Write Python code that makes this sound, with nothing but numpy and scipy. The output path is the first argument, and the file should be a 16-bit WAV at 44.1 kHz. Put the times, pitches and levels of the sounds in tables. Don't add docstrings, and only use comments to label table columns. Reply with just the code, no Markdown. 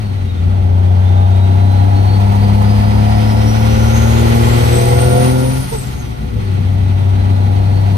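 import sys
import numpy as np
from scipy import signal
from scipy.fft import rfft, irfft, next_fast_len
from scipy.io import wavfile

SR = 44100
rng = np.random.default_rng(int(sys.argv[2]) if len(sys.argv) > 2 else 0)


def generate_wav(sig):
    pcm = np.round(np.clip(np.atleast_2d(sig).T, -1, 1) * 32767).astype(np.int16)
    wavfile.write(sys.argv[1], SR, pcm)


N = 351477
STEP = 32
FFT_SIZE = next_fast_len(N, True)
TIME_S = np.arange(N) / SR
BIN_HZ = np.fft.rfftfreq(FFT_SIZE, 1 / SR)
CHUFF_S = 5.714

# time in seconds, firing rate in Hz.
FIRING_RATE = [(0, 106.9), (.1, 97.9), (.39, 86), (.54, 94), (.7, 90.8), (1.25, 93.2), (2.1, 98.5),
               (3.3, 107.3), (4.2, 114.3), (4.95, 121.9), (5.68, 132.2), (5.85, 129.4), (6, 119.6),
               (6.38, 104.5), (6.5, 96.6), (6.65, 95.1), (7.1, 95.5), (7.97, 98.5)]
# time in seconds, fuelling from 0 to 1.
FUELLING = [(0, 0.18), (.39, 0.07), (.45, 0.38), (1.1, 0.82), (5.27, 0.98), (5.33, 0.76), (5.56, 0.39),
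            (5.68, 0.05), (6.28, 0), (6.38, 0.07), (6.7, 0.3), (7.3, 0.56), (7.97, 0.6)]
# frequency in Hz, level in dB.
BOOM_LEVEL = [(88, -6.5), (97, -8.5), (109, -12), (124, -12), (133, -13)]
BOOM_OCTAVE_LEVEL = [(180, -24), (195, -25.5), (202, -16.5), (218, -19), (233, -16.5), (239, -27),
                     (245, -33), (253, -15.5), (265, -14)]
# multiple of crank speed, base level in dB, lift in dB when the exhaust drones.
STRONG_ORDERS = [(2, -29.5, 7.5), (2.5, -30, 11), (3.5, -38, 12.5), (4.0, -28.5, -2), (5.0, -26, 7.5),
                 (6.5, -32.5, 9), (7.0, -27, -12), (8.0, -30.5, 1.5), (9.0, -29.5, 11.5), (10.0, -39, 4),
                 (10.5, -41.5, 22), (11.0, -33, 12), (12.0, -30, 17.5), (12.5, -41.5, 13),
                 (13.0, -36.5, 11), (14.0, -24.5, -1.5), (15.0, -31.5, 2.5), (16.0, -42.5, 6),
                 (17.0, -36, 7), (18.0, -32, -6), (19.0, -32.5, -10.5), (20.0, -33.5, -6.5),
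                 (21.0, -34.5, -10.5), (22.0, -35, -10.5), (23.0, -41.5, -11), (24.0, -44.5, -6.5),
                 (25.0, -41, -20), (26.0, -41, -35), (27.0, -48, 2), (28.0, -50, -6), (29.0, -50.5, -5),
                 (30.0, -50, -24), (31.0, -52.5, -1), (33.0, -55, 1), (35.0, -52, 0), (51.0, -49, 3)]
# centre in Hz, width in Hz, gain in dB.
AIR_RESONANCES = [(70.7, 18, 15.5), (189.4, 7.7, -24.5), (223, 6.6, 8), (233, 5.3, -5), (291, 13, 9.5),
                  (318, 9.9, 6), (383, 74, 5), (450, 16, -2.7), (455.4, 32, -8.5), (482, 770, -12),
                  (515, 40, 7.5), (582, 33, 5), (624, 42.0, -10), (671.6, 67, 20.5), (670.7, 29, -18.5),
                  (732, 14.0, -9.5), (808.9, 27, 10.5), (841, 10.7, -13), (916, 34, -9), (969, 298, 20.5),
                  (986, 21, -11), (1044, 14.0, -19), (1270, 110, 2.5)]
# firing rate in Hz, width in Hz, weight.
SNARL_RATES = [(106.2, 1.4, 0.95), (129, 12, .55), (125.7, 2.6, .8)]
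# centre in Hz, width in Hz, gain in dB at weight 1.
SNARL_BANDS = [(735, 95, 6.9), (620, 45, 5)]
# frequency in Hz, relative level in dB.
GROWL_SPECTRUM = [(150, -17), (220, 8), (300, -11.5), (380, 5), (450, -7), (510, -12), (600, 0.5),
                  (720, -30), (1000, -57)]
BLOCK_SPECTRUM = [(420, -77), (600, -8), (650, -5.5), (820, 3), (900, 5), (1020, 1.5), (1110, -1),
                  (1280, 4.5), (1450, -4), (2000, -7), (2500, -20), (3200, -43)]
CLATTER_SPECTRUM = [(600, -27), (1100, 6), (1400, 0.5), (1700, -3), (1980, 0.5), (2500, -2), (3200, -4.5),
                    (4200, -5.5), (5200, -14.5), (6400, -14.5), (7300, -25.5), (8200, -15.5),
                    (12000, -29.5)]
# time in seconds, gain in dB.
TREBLE_GAIN = [(0, 0), (4.35, 2.5), (4.75, 2), (4.95, -0.5), (5.18, -0.5), (5.26, 1.5), (5.34, -2),
               (5.56, 0), (5.7, 0.5), (5.95, 0), (6.2, -2.5), (6.5, 1.5), (7.97, 0)]
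# time in seconds, whistle pitch in Hz.
TURBO_PITCH = [(0, 4600), (.15, 4140), (.45, 3460), (.7, 3260), (1.4, 3810), (2.45, 4710), (2.7, 4915),
               (3.3, 5480), (3.7, 5960), (4.02, 6430), (4.3, 6965), (4.8, 8200), (5, 8650), (5.45, 9560),
               (5.62, 9800), (5.69, 9350), (5.73, 8400), (5.82, 8150), (5.9, 7150), (6.03, 6260),
               (6.2, 5400), (6.4, 4580), (6.8, 3850), (7, 3890), (7.5, 4260), (7.97, 4610)]
# pitch in Hz, level in dB at half fuelling.
WHISTLE_LEVEL = [(3250, -58), (3480, -56), (3630, -42.5), (3700, -50), (3780, -42), (3960, -51),
                 (4070, -46), (4250, -53), (4440, -41.5), (4570, -52), (4730, -48), (4820, -60),
                 (4930, -43), (5050, -53), (5260, -56), (5390, -45), (5560, -48), (5730, -44), (5860, -45),
                 (6000, -41), (6170, -42), (6370, -34), (6700, -41), (7030, -50), (7500, -38), (7780, -42),
                 (8170, -31), (8520, -36), (8740, -32), (8880, -37), (9060, -29.5), (9380, -36),
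                 (9800, -34)]
# frequency in Hz, relative level in dB.
HISS_SPECTRUM = [(2500, -8), (4500, 4.5), (6400, 3), (7300, -5.5), (8400, 4), (9600, 1), (10600, 1.5),
                 (12000, 0), (14000, -2.5), (15000, -8.5)]
# firing rate in Hz, gain in dB.
BUZZ_GAIN = [(104, -58), (109, -33), (113, -26), (120.5, -55), (123, -26.5), (131, -32)]
RATTLE_GAIN = [(98, -44), (100.5, -29.5), (104.5, -32.5), (107, -37), (113, -32), (120, -39)]
# frequency in Hz, relative level in dB.
BUZZ_SPECTRUM = [(1150, -47), (1340, -46), (1400, -10.5), (1460, -24), (1700, -44)]
RATTLE_SPECTRUM = [(520, -52), (690, -16), (800, -9), (950, 3.5), (1060, 2.5), (1300, -30.5)]
# time in seconds, level in dB.
ROAD_LEVEL = [(0, -24), (.6, -19.5), (1.15, -31.5), (1.8, -22.5), (3.5, -21), (5.4, -23.5), (5.7, -22.5),
              (6.15, -22.5), (6.6, -19.5), (7.97, -21.5)]
# frequency in Hz, relative level in dB.
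RUMBLE_SPECTRUM = [(20, -19), (40, -3), (62, 6.5), (80, -1), (110, -0.5), (160, -2.5), (225, -6),
                   (300, -12), (450, -24), (900, -56)]
TICK_SPECTRUM = [(6000, -30), (10000, -12), (12500, 0), (15000, 0)]
# centre in Hz, width in Hz, gain in dB.
PANEL_RESONANCES = [(399, 44, 7), (495, 30, 15), (576.5, 40, 9.5), (655, 77, 9.5), (725, 61, 13),
                    (833, 140, 10.5), (1110, 105, -1), (1960, 46, 5), (2450, 49, 2), (3190, 93, 4),
                    (3440, 120, 0.5)]
# frequency in Hz, left-right correlation from -1 to 1.
STEREO_CORRELATION = [(30, .92), (70, .92), (95, .985), (125, .87), (175, .55), (200, .72), (235, .5),
                      (255, -.05), (295, -.2), (318, -.85), (360, .3), (400, -.3), (450, -.6), (485, 0),
                      (515, -.35), (555, -.9), (615, -.45), (660, -.95), (735, -.12), (795, -.9),
                      (870, -.05), (900, -.7), (930, -.3), (980, -.82), (1330, -.7), (1400, .62),
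                      (1450, .45), (1520, -.5), (2100, -.04), (5000, .04), (6300, .32), (7300, -.5),
                      (8400, -.03), (10300, 0), (12000, .8), (14500, -.4)]
# frequency in Hz, left minus right in dB.
STEREO_BALANCE = [(30, 4), (75, 2.7), (110, 5.2), (170, 0), (250, 0), (285, 4.5), (320, -1.5), (357, 7),
                  (410, -1.5), (440, -.5), (468, -6), (495, -1), (535, .5), (575, -2), (625, 2), (700, -7),
                  (770, -.3), (830, -6), (900, -.5), (1100, -1), (1280, 1), (2330, -2), (4280, .5),
                  (7880, 3), (14500, 0)]


def exhaust_boom(crank_turns, crank_hz, force, flutter=0.017):
    hz, force = 3 * crank_hz, force[::STEP]
    note = partial(3 * crank_turns, hz, force * from_db(lookup(BOOM_LEVEL, hz)))
    octave = partial(6 * crank_turns, 2 * hz, force ** 2 * from_db(lookup(BOOM_OCTAVE_LEVEL, 2 * hz)))
    return (note + octave) * (1 + flutter * wander(30))


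def engine_orders(crank_turns, crank_hz, fuel, drone, unsteady_db=2.54):
    out = np.zeros((2, N))
    fuel, drone = fuel[::STEP], drone[::STEP]
    snarl = fuel ** 2 * peaks(SNARL_RATES, 3 * crank_hz)
    for order, base_db, lift_db in STRONG_ORDERS:
        hz = order * crank_hz
        level_db = base_db + peaks(AIR_RESONANCES, hz) + lift_db * drone + snarl * peaks(SNARL_BANDS, hz)
        gain = fuel ** 1.2 * from_db(level_db + unsteady_db * wander(10, STEP))
        out += partial(order * crank_turns + rng.random(), hz, gain, ripple=0.1)
    return out


def growl_and_roar(crank_turns, firing_hz, fuel, drone, drone_db=7, coasting_db=-7, unsteady_db=3.5):
    growl_db = -30 + drone_db * drone + coasting_db * np.exp(-fuel / 0.12)
    block_db = -37 + 4.5 * fuel + 8 * np.log2(firing_hz / 100)
    orders = np.setdiff1d(np.r_[np.arange(4.5, 30, .5), 30:56], [row[0] for row in STRONG_ORDERS])
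    order_hz = orders[:, None] * (firing_hz[::STEP] / 3)
    half_order_db = -5 * (orders % 1 > 0)[:, None]
    gains = comb = 0
    for spectrum, level_db in ((GROWL_SPECTRUM, growl_db - 9), (BLOCK_SPECTRUM, block_db - 2)):
        shape = from_db(cab_db(spectrum, order_hz) + half_order_db)
        shape /= np.linalg.norm(shape, axis=0).mean()
        gains += from_db(level_db[::STEP]) * np.sqrt(fuel[::STEP]) * shape
    for order, hz, gain in zip(orders, order_hz, gains):
        cycles = order * crank_turns + rng.random()
        comb += partial(cycles, hz, gain * from_db(unsteady_db * wander(10.3, STEP)), ripple=0.3)
    puffs = unit_rms(1 + 0.52 * np.cos(6 * np.pi * crank_turns))
    growl_rush = from_db(growl_db - 6) * cab_noise(GROWL_SPECTRUM)
    block_rush = from_db(block_db - 4) * cab_noise(BLOCK_SPECTRUM)
    return comb + puffs * (growl_rush + block_rush)


def injection_clatter(crank_turns, fuel, boost, knock=0.1, fade_firings=0.31, flicker_db=1.1):
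    firings = 3 * crank_turns
    strength = np.exp(0.21 * rng.standard_normal(2000))[firings.astype(int)]
    bursts = unit_rms(1 + knock * fuel * strength * np.exp(-(firings % 1) / fade_firings))
    level_db = -39.5 + boost * (4 + 7.5 * fuel) + flicker_db * wander(26)
    return from_db(level_db) * bursts * cab_noise(CLATTER_SPECTRUM)


def turbo_whistle(turbo_hz, fuel, boost, flicker_db=4.5, spent_db=-12, airy_hz=130, skirt_hz=480):
    breathy = np.clip(0.08 + boost * (0.28 + 0.67 * (1 - fuel) ** 6), 0, 1)
    waver = 0.00124 * wander(87)
    smear = 0.023 * breathy ** 4 * wander(400)
    cycles, hz = np.cumsum(turbo_hz * (1 + waver + smear)) / SR, turbo_hz[::STEP]
    tone = partial(cycles, hz, unit_rms(from_db(flicker_db * wander(17, STEP))))

    def noise_band(width_hz):
        return sum(partial(cycles + lag, hz, wander(width_hz, STEP)) for lag in (0, 1 / 4)) / np.sqrt(2)

    core = np.sqrt(1 - breathy) * tone + np.sqrt(breathy) * noise_band(airy_hz)
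    skirt = from_db(-9) * noise_band(skirt_hz)
    octave = fuel * partial(2 * cycles, 2 * hz, from_db(-18) * wander(airy_hz, STEP))
    spent = envelope(CHUFF_S + 0.12, rise_s=0.32, hold_s=0.12, fade_s=1.1)
    level_db = lookup(WHISTLE_LEVEL, turbo_hz) + 5 * (fuel - 0.5) + spent_db * spent
    return from_db(level_db) * (core + skirt + octave)


def blade_rush(turbo_hz, fuel, db_per_octave=16, fade_above_hz=6500):
    cycles, hz = np.cumsum(turbo_hz) / SR, turbo_hz[::STEP]
    bands = 0
    for ratio, width_hz, gain in ((0.91, 520, 1), (0.937, 45, from_db(-7))):
        for lag in (0, 1 / 4):
            bands += gain * wander(width_hz) * partial(ratio * cycles + lag, ratio * hz, 1)
    fade = 1 / (1 + np.exp((turbo_hz - fade_above_hz) / 400))
    return fuel * fade * from_db(-48 + db_per_octave * np.log2(turbo_hz / 4500)) * bands


def intake_hiss(turbo_hz, fuel, spool_hz, choke_hz=8300, db_per_octave=18, flicker_db=1.0):
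    spin_octaves = np.log2(np.minimum(turbo_hz, choke_hz) / spool_hz)
    level_db = -62 + db_per_octave * spin_octaves + 6 * fuel + flicker_db * wander(26)
    return from_db(level_db) * cab_noise(HISS_SPECTRUM)


def turbo_chuff(start_hz=486, sag_hz_per_s=1140, rise_s=0.014, hold_s=0.031, roughness=0.0596):
    hz = start_hz - sag_hz_per_s * np.clip(TIME_S - CHUFF_S, 0, 2 * hold_s + rise_s)
    cycles = np.cumsum(hz * (1 + roughness * wander(184))) / SR
    hoot = sum(partial(k * cycles, hz[::STEP], from_db(db)) for k, db in ((1, 0), (2, -8), (3, -25)))
    air = from_db(-16) * cab_noise(CLATTER_SPECTRUM) + from_db(-14) * cab_noise(HISS_SPECTRUM)
    return from_db(-20.5) * envelope(CHUFF_S, rise_s, hold_s, fade_s=0.012) * (hoot + air)


def panel_buzz(crank_turns, crank_hz, firing_hz, force, flicker_db=2):
    tones = 0
    for order in range(32, 43):
        cycles, hz = order * crank_turns + rng.random(), order * crank_hz
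        tones += partial(cycles, hz, from_db(lookup(BUZZ_SPECTRUM, hz) + flicker_db * wander(20, STEP)))
    pulses = unit_rms(1 + .5 * np.cos(6 * np.pi * crank_turns))
    rush = from_db(-7) * pulses * cab_noise(BUZZ_SPECTRUM)
    return force * from_db(lookup(BUZZ_GAIN, firing_hz)) * (tones + rush)


def trim_rattle(crank_turns, firing_hz, fuel, flicker_db=5.5):
    beats = unit_rms(1 + 0.32 * np.cos(2 * np.pi * crank_turns))
    level_db = lookup(RATTLE_GAIN, firing_hz) + flicker_db * wander(27)
    return fuel * from_db(level_db) * beats * cab_noise(RATTLE_SPECTRUM)


def clutch_thud(start_s=6.325, level_db=-18):
    jolt = envelope(start_s, rise_s=0.042, hold_s=0, fade_s=0.093)
    return from_db(level_db) * jolt * cab_noise(RUMBLE_SPECTRUM)


def road_rumble(bumps_db=1.0):
    return from_db(follow(ROAD_LEVEL) - bumps_db * wander(15)) * cab_noise(RUMBLE_SPECTRUM)


def cab_tick(start_s=1.821, level_db=-40):
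    tick = envelope(start_s, rise_s=0.0015, hold_s=0, fade_s=0.004)
    return from_db(level_db) * tick * cab_noise(TICK_SPECTRUM)


def partial(cycles, hz, gain, ripple=0):
    grid_hz = np.arange(0, 12000, 22)
    waves = np.array([np.interp(hz, grid_hz, row) for row in rng.standard_normal((4, len(grid_hz)))])
    apart_rad = np.arccos(np.clip(lookup(STEREO_CORRELATION, hz), -1, 1))
    level = gain * side_gains(hz) * np.exp(ripple * waves[:2] - ripple ** 2 / 2)
    phase = ripple * waves[2:] - np.array([[1], [0]]) * apart_rad
    level, phase = (np.repeat(np.float32(v), STEP, 1)[:, :N] for v in (np.sqrt(2) * level, phase))
    return level * np.cos(np.float32(2 * np.pi * (cycles - np.floor(cycles))) + phase)


def cab_noise(spectrum):
    left, spare = rfft(rng.standard_normal((2, FFT_SIZE)))
    correlation = np.clip(lookup(STEREO_CORRELATION, BIN_HZ), -1, 1)
    right = correlation * left + np.sqrt(1 - correlation ** 2) * spare
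    shaped = np.array([left, right]) * side_gains(BIN_HZ) * from_db(cab_db(spectrum, BIN_HZ))
    return unit_rms(irfft(shaped, FFT_SIZE)[:, :N])


def cab_db(spectrum, hz):
    return lookup(spectrum, hz) + peaks(PANEL_RESONANCES, hz)


def side_gains(hz):
    return from_db(np.array([[.5], [-.5]]) * lookup(STEREO_BALANCE, hz))


def peaks(resonances, hz):
    return sum(height / (1 + (2 * (hz - centre) / width) ** 2) for centre, width, height in resonances)


def wander(rate_hz, step=1):
    size = FFT_SIZE // STEP
    hz = np.fft.rfftfreq(size, STEP / SR)
    slow = unit_rms(irfft(rfft(rng.standard_normal(size)) / (1 + (hz / rate_hz) ** 4), size))
    return np.interp(TIME_S[::step], np.arange(size) * STEP / SR, slow)


def envelope(start_s, rise_s, hold_s, fade_s):
    age_s = TIME_S - start_s
    return np.clip(age_s / rise_s, 0, 1) * np.exp(-np.maximum(age_s - rise_s - hold_s, 0) / fade_s)


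def follow(table):
    return np.interp(TIME_S, *np.transpose(table))


def lookup(table, hz):
    table_hz, values = np.transpose(table)
    return np.interp(np.log(hz + 1), np.log(table_hz + 1), values)


def from_db(db):
    return 10 ** (np.asarray(db) / 20)


def unit_rms(x):
    return x / np.sqrt(np.mean(abs(x) ** 2) + 1e-20)


def scene(spool_hz=3070, full_boost_hz=6980, drone_above_hz=110.5, drone_width_hz=2.2):
    firing_hz, turbo_hz = follow(FIRING_RATE), follow(TURBO_PITCH)
    fuel = np.clip(follow(FUELLING), 0, 1)
    force = np.sqrt(fuel + 0.0061)
    boost = np.log2(np.minimum(turbo_hz, full_boost_hz) / spool_hz)
    drone = np.sqrt(fuel) / (1 + np.exp((drone_above_hz - firing_hz) / drone_width_hz))
    crank_turns = np.cumsum(firing_hz / 3 * (1 + 0.00092 * wander(10.3))) / SR
    crank_hz = firing_hz[::STEP] / 3
    treble = from_db(follow(TREBLE_GAIN))
    engine = exhaust_boom(crank_turns, crank_hz, force) + engine_orders(crank_turns, crank_hz, fuel, drone)
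    engine += growl_and_roar(crank_turns, firing_hz, fuel, drone)
    engine += treble * injection_clatter(crank_turns, fuel, boost)
    loose_parts = panel_buzz(crank_turns, crank_hz, firing_hz, force)
    loose_parts += trim_rattle(crank_turns, firing_hz, fuel)
    turbo = turbo_whistle(turbo_hz, fuel, boost) + blade_rush(turbo_hz, fuel)
    turbo += treble * intake_hiss(turbo_hz, fuel, spool_hz) + turbo_chuff()
    return engine + turbo + loose_parts + clutch_thud() + road_rumble() + cab_tick()


def record(dry, knee=0.75, headroom=0.2, cutoff_hz=15150):
    over = np.maximum(abs(dry) - knee, 0)
    rounded = dry - np.sign(dry) * (over - headroom * np.tanh(over / headroom))
    lowpass = signal.firwin(511, cutoff_hz, window=("kaiser", 9), fs=SR)
    return signal.oaconvolve(rounded, lowpass[None], "same")


dry = scene()
out = record(dry)
generate_wav(out)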